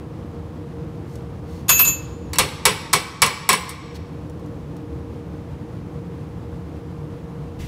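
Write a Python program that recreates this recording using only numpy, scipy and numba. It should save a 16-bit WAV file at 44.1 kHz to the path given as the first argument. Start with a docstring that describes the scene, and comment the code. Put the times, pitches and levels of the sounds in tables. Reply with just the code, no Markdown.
"""Five quick hammer blows, close by on a workshop bench, drive a rusty piece tighter in its clamp.
Each blow cracks, rings the steel, rattles the joints and thuds in the bench; the walls answer it.
Before them a steel chisel is picked up and clinks, ringing like a free bar. A machine hums behind,
and at the end something brushes the microphone. The recorder's gain control ducks the hum under the hits."""
import sys
import numpy as np
from scipy import signal
from scipy.fft import rfft, irfft, next_fast_len
from scipy.io import wavfile
from scipy.ndimage import uniform_filter1d, minimum_filter1d
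from numba import njit

SR = 44100
rng = np.random.default_rng(int(sys.argv[2]) if len(sys.argv) > 2 else 0)


def generate_wav(signal):
    """Clip the signal to [-1, 1] and save it as 16-bit WAV at the path in sys.argv[1]."""
    frames = np.transpose(np.atleast_2d(signal))
    scaled = np.clip(frames, -1, 1) * 32767
    pcm = np.round(scaled).astype(np.int16)
    wavfile.write(sys.argv[1], SR, pcm)


N = 338247
T = np.arange(N) / SR
RING_T = T[:SR]  # one second, the length of a single event


def undb(db):
    """Decibels to gain."""
    return 10 ** (np.asarray(db) / 20)


def unit(x):
    """Scale to rms 1."""
    return x / np.sqrt(np.mean(x ** 2))


def read(points, hz):
    """Read (f/Hz, value) points on a log-frequency axis."""
    at, value = np.transpose(sorted(points))
    return np.interp(np.log(np.maximum(hz, 1)), np.log(at), value)


def add(track, s, sound):
    """Mix a sound into the track from time s on."""
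    start = int(s * SR)
    track[start:start + len(sound)] += sound[:N - start]


def resonance(hz, centre_hz, width_hz):
    """Gain of a band-pass resonance."""
    return 1 / np.sqrt(1 + ((hz ** 2 - centre_hz ** 2) / (hz * width_hz)) ** 2)


def tilt(hz, slope_db, pivot_hz=7000):
    """Gain sloping by slope_db per octave: a harder contact favours the highs."""
    return undb(slope_db * np.log2(hz / pivot_hz))


def noise(shape, size=SR):
    """Noise of rms 1 whose spectrum follows the gain function shape(Hz)."""
    padded = next_fast_len(size)
    hz = np.fft.rfftfreq(padded, 1 / SR) + 1
    spectrum = rfft(rng.standard_normal(padded)) * shape(hz)
    return unit(irfft(spectrum, padded)[:size])


def band(centre_hz, width_hz, size=SR):
    """One noise band of rms 1; centred at a few hertz it serves as a random waver."""
    return noise(lambda hz: resonance(hz, centre_hz, width_hz) ** 2, size)


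def bands(rows, size=SR):
    """A sum of noise bands from rows of (f/Hz, level/dB, width/Hz)."""
    return sum(undb(db) * band(hz, width_hz, size) for hz, db, width_hz in rows)


def grit(centre_hz):
    """A second of broad noise around a centre."""
    return noise(lambda hz: resonance(hz, centre_hz, centre_hz))


def fade(t60):
    """Exponential decay that loses 60 dB in t60 seconds; 1 - fade is an onset."""
    return np.exp(-np.log(1000) * RING_T / t60)


def fade_by_band(x, t60s, swell_cycles):
    """Each frequency region of x swells over some cycles, so lows come late, and dies at its own rate."""
    hz, spectrum = np.fft.rfftfreq(SR, 1 / SR), rfft(x)
    centres = [row[0] for row in t60s]
    out = np.zeros(SR)
    for share, (centre_hz, t60) in zip(np.eye(len(t60s)), t60s):
        region = irfft(spectrum * read(zip(centres, share), hz), SR)
        swell = 1 - np.exp(-RING_T * centre_hz / swell_cycles)
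        out += region * fade(t60) * swell
    return out


def machine(air_db=-33, air_waver_db=0.5, tone_waver_db=2, drift_rad=0.23):
    """The machine in the background: motor tones and a droning housing over a wavering rush of air."""
    # motor tones: f/Hz, level/dB
    motor = [(80.5, -49.5), (149.5, -51), (469, -45.5)]
    # drone of the housing and faint whines: f/Hz, level/dB, width/Hz
    housing = [(81.8, -46.5, 13), (149, -44.5, 11), (175.5, -43, 11), (302.2, -45.5, 24), (475, -55.5, 17),
               (10800, -79.5, 200), (14240, -83, 300)]
    # spectrum of the rushing air: f/Hz, relative density/dB
    air_spectrum = [(15, -59), (25, -25.5), (48, -15), (70, 0), (161, -1), (200, -10), (229, -5.5),
                    (256, -11), (301, -6), (427, -15.5), (476, -11), (591, -19.5), (1070, -23), (1480, -31),
                    (16000, -58)]

    def waver():
        """Slow chance, a few turns a second."""
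        return band(5.34, 6.9, N)
    tones = np.zeros(N)
    for hz, db in motor:
        level = undb(db + tone_waver_db * waver())
        tones += level * unit(np.sin(2 * np.pi * hz * T + drift_rad * waver()))
    air = undb(air_db + air_waver_db * waver()) * noise(lambda hz: undb(read(air_spectrum, hz)), N)
    return tones + bands(housing, N) + air


def workshop(x, near_db, room_db):
    """The microphone gets the direct sound, quick reflections off the bench, then the walls' diffuse tail."""
    # reverberation of the room: f/Hz, t60/s
    room_t60 = [(200, 0.88), (1000, 1), (2500, 1), (5500, 0.97), (9000, 0.53), (14000, 0.36)]
    colour = [(200, -3), (1000, -3), (5000, -5), (9000, -6), (15000, 0.5)]  # of the tail: f/Hz, level/dB
    near = rng.standard_normal(SR) * fade(0.017) * (RING_T > 0.003)
    tail = fade_by_band(noise(lambda hz: undb(read(colour, hz))), room_t60, swell_cycles=13)
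    response = undb(near_db) * unit(near) + undb(room_db) * unit(tail)
    return x + signal.fftconvolve(x, response / np.sqrt(SR))[:N]


def microphone_brush(s=7.586, rise_s=0.02, rustle_db=-42.5):
    """Something brushes the microphone: a rustle over a low bump."""
    # the bump: f/Hz, level/dB, width/Hz
    bump = [(62, -29.5, 62)]
    out = np.zeros(N)
    brush = undb(rustle_db) * grit(centre_hz=2270) + bands(bump)
    add(out, s, brush * fade(0.98) * np.minimum(RING_T / rise_s, 1))
    return out


def handling(scrape_db=-7):
    """Fingers and tool shift on the steel with light ticks and scuffs."""
    # small ticks: t/s, level/dB
    ticks = [(1.155, -41.5), (4.297, -47), (4.3938, -53), (4.4606, -51), (4.7655, -46.5)]
    # steel slides on steel: t/s, length/s, level/dB, centre f/Hz
    scuffs = [(1.049, 0.17, -59, 5500), (1.448, 0.21, -55.5, 3740), (3.94, .04, -44.5, 2990)]
    # resonances that the sliding excites: f/Hz, level/dB, width/Hz
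    scrape = [(2020, -3.5, 260), (4370, -2, 120), (5340, -10.5, 120), (6520, -8, 160)]
    out = np.zeros(N)
    for s, db in ticks:
        add(out, s, undb(db) * grit(centre_hz=5330) * fade(0.033) * (1 - fade(0.003)))
    for s, length_s, db, centre_hz in scuffs:
        stroke = np.sin(np.pi * np.minimum(RING_T / length_s, 1))
        add(out, s, undb(db) * stroke * (grit(centre_hz) + undb(scrape_db) * bands(scrape)))
    return out


def clank(slope_db):
    """Countless heavily damped modes of rusty steel and bench."""
    # spectrum of the dense ringing: f/Hz, relative density/dB
    spectrum = [(88, -41.5), (150, 1), (291, -11.5), (484, -3), (662, -7.5), (1060, 5.5), (1480, -5.5),
                (2220, -11.5), (2500, -8.5), (3700, -12.5), (4320, -13), (6510, -19.5), (9440, -13),
                (13400, -23), (16000, -32.5)]
    # its ring times: f/Hz, t60/s
    t60s = [(300, 0.26), (1000, 0.093), (3000, 0.2), (8000, 0.11), (15000, 0.076)]
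    dense = noise(lambda hz: undb(read(spectrum, hz)) * tilt(hz, slope_db))
    return fade_by_band(dense, t60s, swell_cycles=5.1)


def bar_swing(ratio, spot):
    """Swing at a spot along a free bar of the mode at ratio times its lowest pitch; none at the nodes."""
    half_waves = np.floor(1.5 * np.sqrt(ratio)) + 0.5
    return abs(np.cos(np.pi * (half_waves * spot + 1 / 4)))


def chisel(ring_db=-3.5, kept=0.2, grip_s=1.875, grip_t60=0.48, flutter_db=1.5, wobble_rad=0.41):
    """The free bar's ring and the clacks beneath it; each contact checks and renews the vibration."""
    # the loose chisel lands on steel: t/s, level/dB, spot along the bar/0-1, clack level/dB
    clinks = [(1.6826, -20, .42, -24), (1.6917, -4.5, .42, -6.5), (1.7800, -14, .42, -26),
              (1.7917, -5.5, .485, -14.5), (1.8475, -12, .41, -21), (1.8745, -10, .32, -27),
              (1.8840, -9.5, .29, -28)]
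    # bending modes across the flat side: f/Hz, level/dB, t60/s
    flatwise = [(2616, -9, 1.3), (2672, -22, .4), (7077, 0, .7), (11824, -3, .6)]
    # bending modes across the edge: f/Hz, level/dB, t60/s
    edgewise = [(6637, 0, .8), (12200, -23, .3), (13394, 0, .45)]
    balance_s, roll_db_per_s = 1.77, 18  # rolling from edge to flat shifts the ring between the planes
    gripped_s = np.maximum(T - grip_s, 0)
    bar, clacks = np.zeros(N), np.zeros(N)
    for modes, side in ((flatwise, 1), (edgewise, -1)):
        for hz, mode_db, t60 in modes:
            # contacts and the closing hand damp the high modes most
            ratio = hz / flatwise[0][0]
            survives = kept ** ratio
            grip = np.exp(-np.log(1000) * gripped_s * ratio ** 0.3 / grip_t60)
            swing, envelope = np.zeros(N), fade(t60) * (1 - fade(0.0025))
            for s, db, spot, _ in clinks:
                roll_db = side * roll_db_per_s * (s - balance_s)
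                swing[int(s * SR):] *= survives
                add(swing, s, undb(db + mode_db + roll_db) * bar_swing(ratio, spot) * envelope)
            # the loose bar shifts on its support
            flutter = undb(flutter_db * band(16, 16, N))
            wobble = wobble_rad * band(16, 16, N)
            bar += swing * grip * flutter * np.sin(2 * np.pi * hz * T + wobble)
    for s, _, _, clack_db in clinks:
        add(clacks, s, undb(clack_db) * clank(slope_db=3))
    return undb(ring_db) * bar, clacks


def steel_ring(slope_db, scatter_db=3.5, detune=0.0036, damping=3.3):
    """Decaying modes of the clamped steel; their shares vary by chance, as with the spot that is struck."""
    # modes of the steel: f/Hz, level/dB, t60/s before damping
    modes = [(549, -13, 0.56), (888, -4, 0.26), (1066, -7, 0.4), (1680, -8, 0.2), (1954, 0, 0.16),
             (2250, -7, 0.26), (2702, -13, 0.45), (3435, -9, 0.24), (3887, -7, 0.2), (3967, -12, 0.32),
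             (4151, -7, 0.28), (4226, -5, 0.25), (4441, -10, 0.32), (4640, -5, 0.18), (5006, -12, 0.24),
             (5502, -8, 0.2), (5652, -11, 0.27), (7590, -11, 0.3), (7784, -2, 0.16), (8236, -11, 0.22),
             (8969, -11, 0.19), (9539, -15, 0.26), (9776, -9, 0.21), (10810, -21, 0.38), (11820, -13, 0.18),
             (13160, -14, 0.22), (13450, -18, 0.25), (13710, -20, 0.23)]
    out = np.zeros(SR)
    for hz, db, t60 in modes:
        loudness, mistuning, phase = rng.standard_normal(3)
        level = undb(db + scatter_db * loudness) * tilt(hz, slope_db)
        cycles = hz * (1 + detune * mistuning) * RING_T + phase
        out += level * fade(t60 / damping) * np.sin(2 * np.pi * cycles)
    nominal_rms = np.sqrt(sum(undb(db) ** 2 for _, db, _ in modes) / 2)
    return out / nominal_rms


def strike(db, slope_db, seat_hz, thud_db, seat_db=0.5, seat_t60=0.094,
           crack_db=1, crack_t60=0.018, ring_db=-4.5, clank_db=5, rattle=0.26):
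    """One contact cracks, rings steel and clamp, rocks the piece against its seat and jolts the bench."""
    # clusters of close modes in clamp and bench: f/Hz, level/dB, width/Hz
    clusters = [(1118, -7.5, 120), (2085, -6, 490), (2263, -8.5, 130), (4290, -14, 242), (5500, -9, 770),
                (7910, -9.5, 170), (9270, -11, 120), (11700, -33.5, 130)]
    # low resonances of the bench: f/Hz, level/dB, width/Hz
    bench = [(76, -2, 85.5), (182, 1.5, 69), (413, -1, 80), (511, 2.5, 70)]
    crack = noise(lambda hz: resonance(hz, 7500, 9300) ** 2 * tilt(hz, slope_db)) * fade(crack_t60)
    ring = steel_ring(slope_db)
    # clamp, seat and bench take a few milliseconds to start moving
    clamp = bands(clusters) * fade(0.16) * (1 - fade(0.0082))
    seat = band(seat_hz, width_hz=204) * fade(seat_t60) * (1 - fade(0.041))
    thud = bands(bench) * fade(0.22) * (1 - fade(0.045)) ** 2
    # light taps are clean, hard blows rattle the rusty joints: their share grows by `rattle` dB per dB
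    joints = undb(rattle * db) * (undb(clank_db) * clank(slope_db) + clamp)
    steel = undb(crack_db) * crack + undb(ring_db) * ring + joints
    return undb(db) * (steel + undb(seat_db) * seat + undb(thud_db) * thud)


def touches():
    """The tool meets the work lightly before and after the run of blows."""
    # setting on and lifting off: t/s, level/dB, brightness/dB per octave, contact resonance f/Hz
    contacts = [(2.333, -24, 0, 4460), (2.357, -27.5, -1.5, 2700), (3.6922, -24, 3, 8450)]
    out = np.zeros(N)
    for s, db, slope_db, contact_hz in contacts:
        add(out, s, strike(db, slope_db, contact_hz, thud_db=-31, seat_db=-2, seat_t60=0.073,
                           crack_db=-1, clank_db=6, rattle=0.4))
    return out


def hammer(slack_left=0.62):
    """Blows and rebounds; as the piece tightens it rings higher, sounds duller and jolts the bench less."""
    # blow t/s, level/dB, rebound t/s (the third just ahead of its blow), rebound level/dB re the blow
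    blows = [(2.385, -7, 2.3922, -5), (2.6533, -3, 2.6610, -13), (2.9339, -4, 2.93, -9),
             (3.2191, -1, 3.2632, -14), (3.4904, -3, 3.5295, -7)]
    out, slack = np.zeros(N), 1
    for s, db, rebound_s, rebound_db in blows:
        seat_hz = 1095 - 195 * slack
        slope_db = 1 + slack
        thud_db = -18 + 7.5 * slack
        add(out, s, strike(db, slope_db, seat_hz, thud_db))
        # a rebound lands softly, mostly bare steel on steel
        add(out, rebound_s, strike(db + rebound_db, slope_db - 0.7, seat_hz, thud_db - 16,
                                   crack_db=4.5, crack_t60=0.015, rattle=0.37))
        slack *= slack_left
    return out


def scene():
    """One microphone near the bench in the humming workshop; the chisel's ring carries the least room."""
    bar, clacks = chisel()
    bench_work = hammer() + touches() + clacks + handling() + microphone_brush()
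    work = workshop(bench_work, near_db=-10.5, room_db=-14.5)
    ringing = workshop(bar, near_db=-19, room_db=-22.5)
    return (work + ringing + machine())[None]


@njit
def recover(cut, step):
    """A gain cut acts at once and lets go slowly."""
    out, now = np.empty(len(cut)), 0.
    for i in range(len(cut)):
        now = min(cut[i], now + (cut[i] - now) * step)
        out[i] = now
    return out


def gain_control(x, top_db, depth_db, hold_s, release_s):
    """Turn down peaks over top_db by up to depth_db, hold, then recover; looks a millisecond ahead."""
    hold, ahead = int(hold_s * SR), SR // 1000
    cut_db = np.clip(top_db - 20 * np.log10(np.abs(x) + 1e-9), -depth_db, 0)
    held_db = minimum_filter1d(cut_db, hold, origin=(hold - 1) // 2)
    released_db = recover(held_db, 1 / (release_s * SR))
    smooth_db = uniform_filter1d(minimum_filter1d(released_db, 2 * ahead), ahead)
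    return x * undb(smooth_db)


def record(dry):
    """The recorder: a slow gain control ducks the room, a fast limiter flattens the blows, the top is cut."""
    ducked = gain_control(dry[0], top_db=3.5, depth_db=9.5, hold_s=0.3, release_s=0.11)
    limited = gain_control(ducked, top_db=-0.3, depth_db=40, hold_s=0.009, release_s=0.02)
    low_pass = signal.ellip(10, 0.2, 80, 15600, fs=SR, output="sos")
    return signal.sosfilt(low_pass, limited)[None]


dry = scene()
out = record(dry)
generate_wav(out)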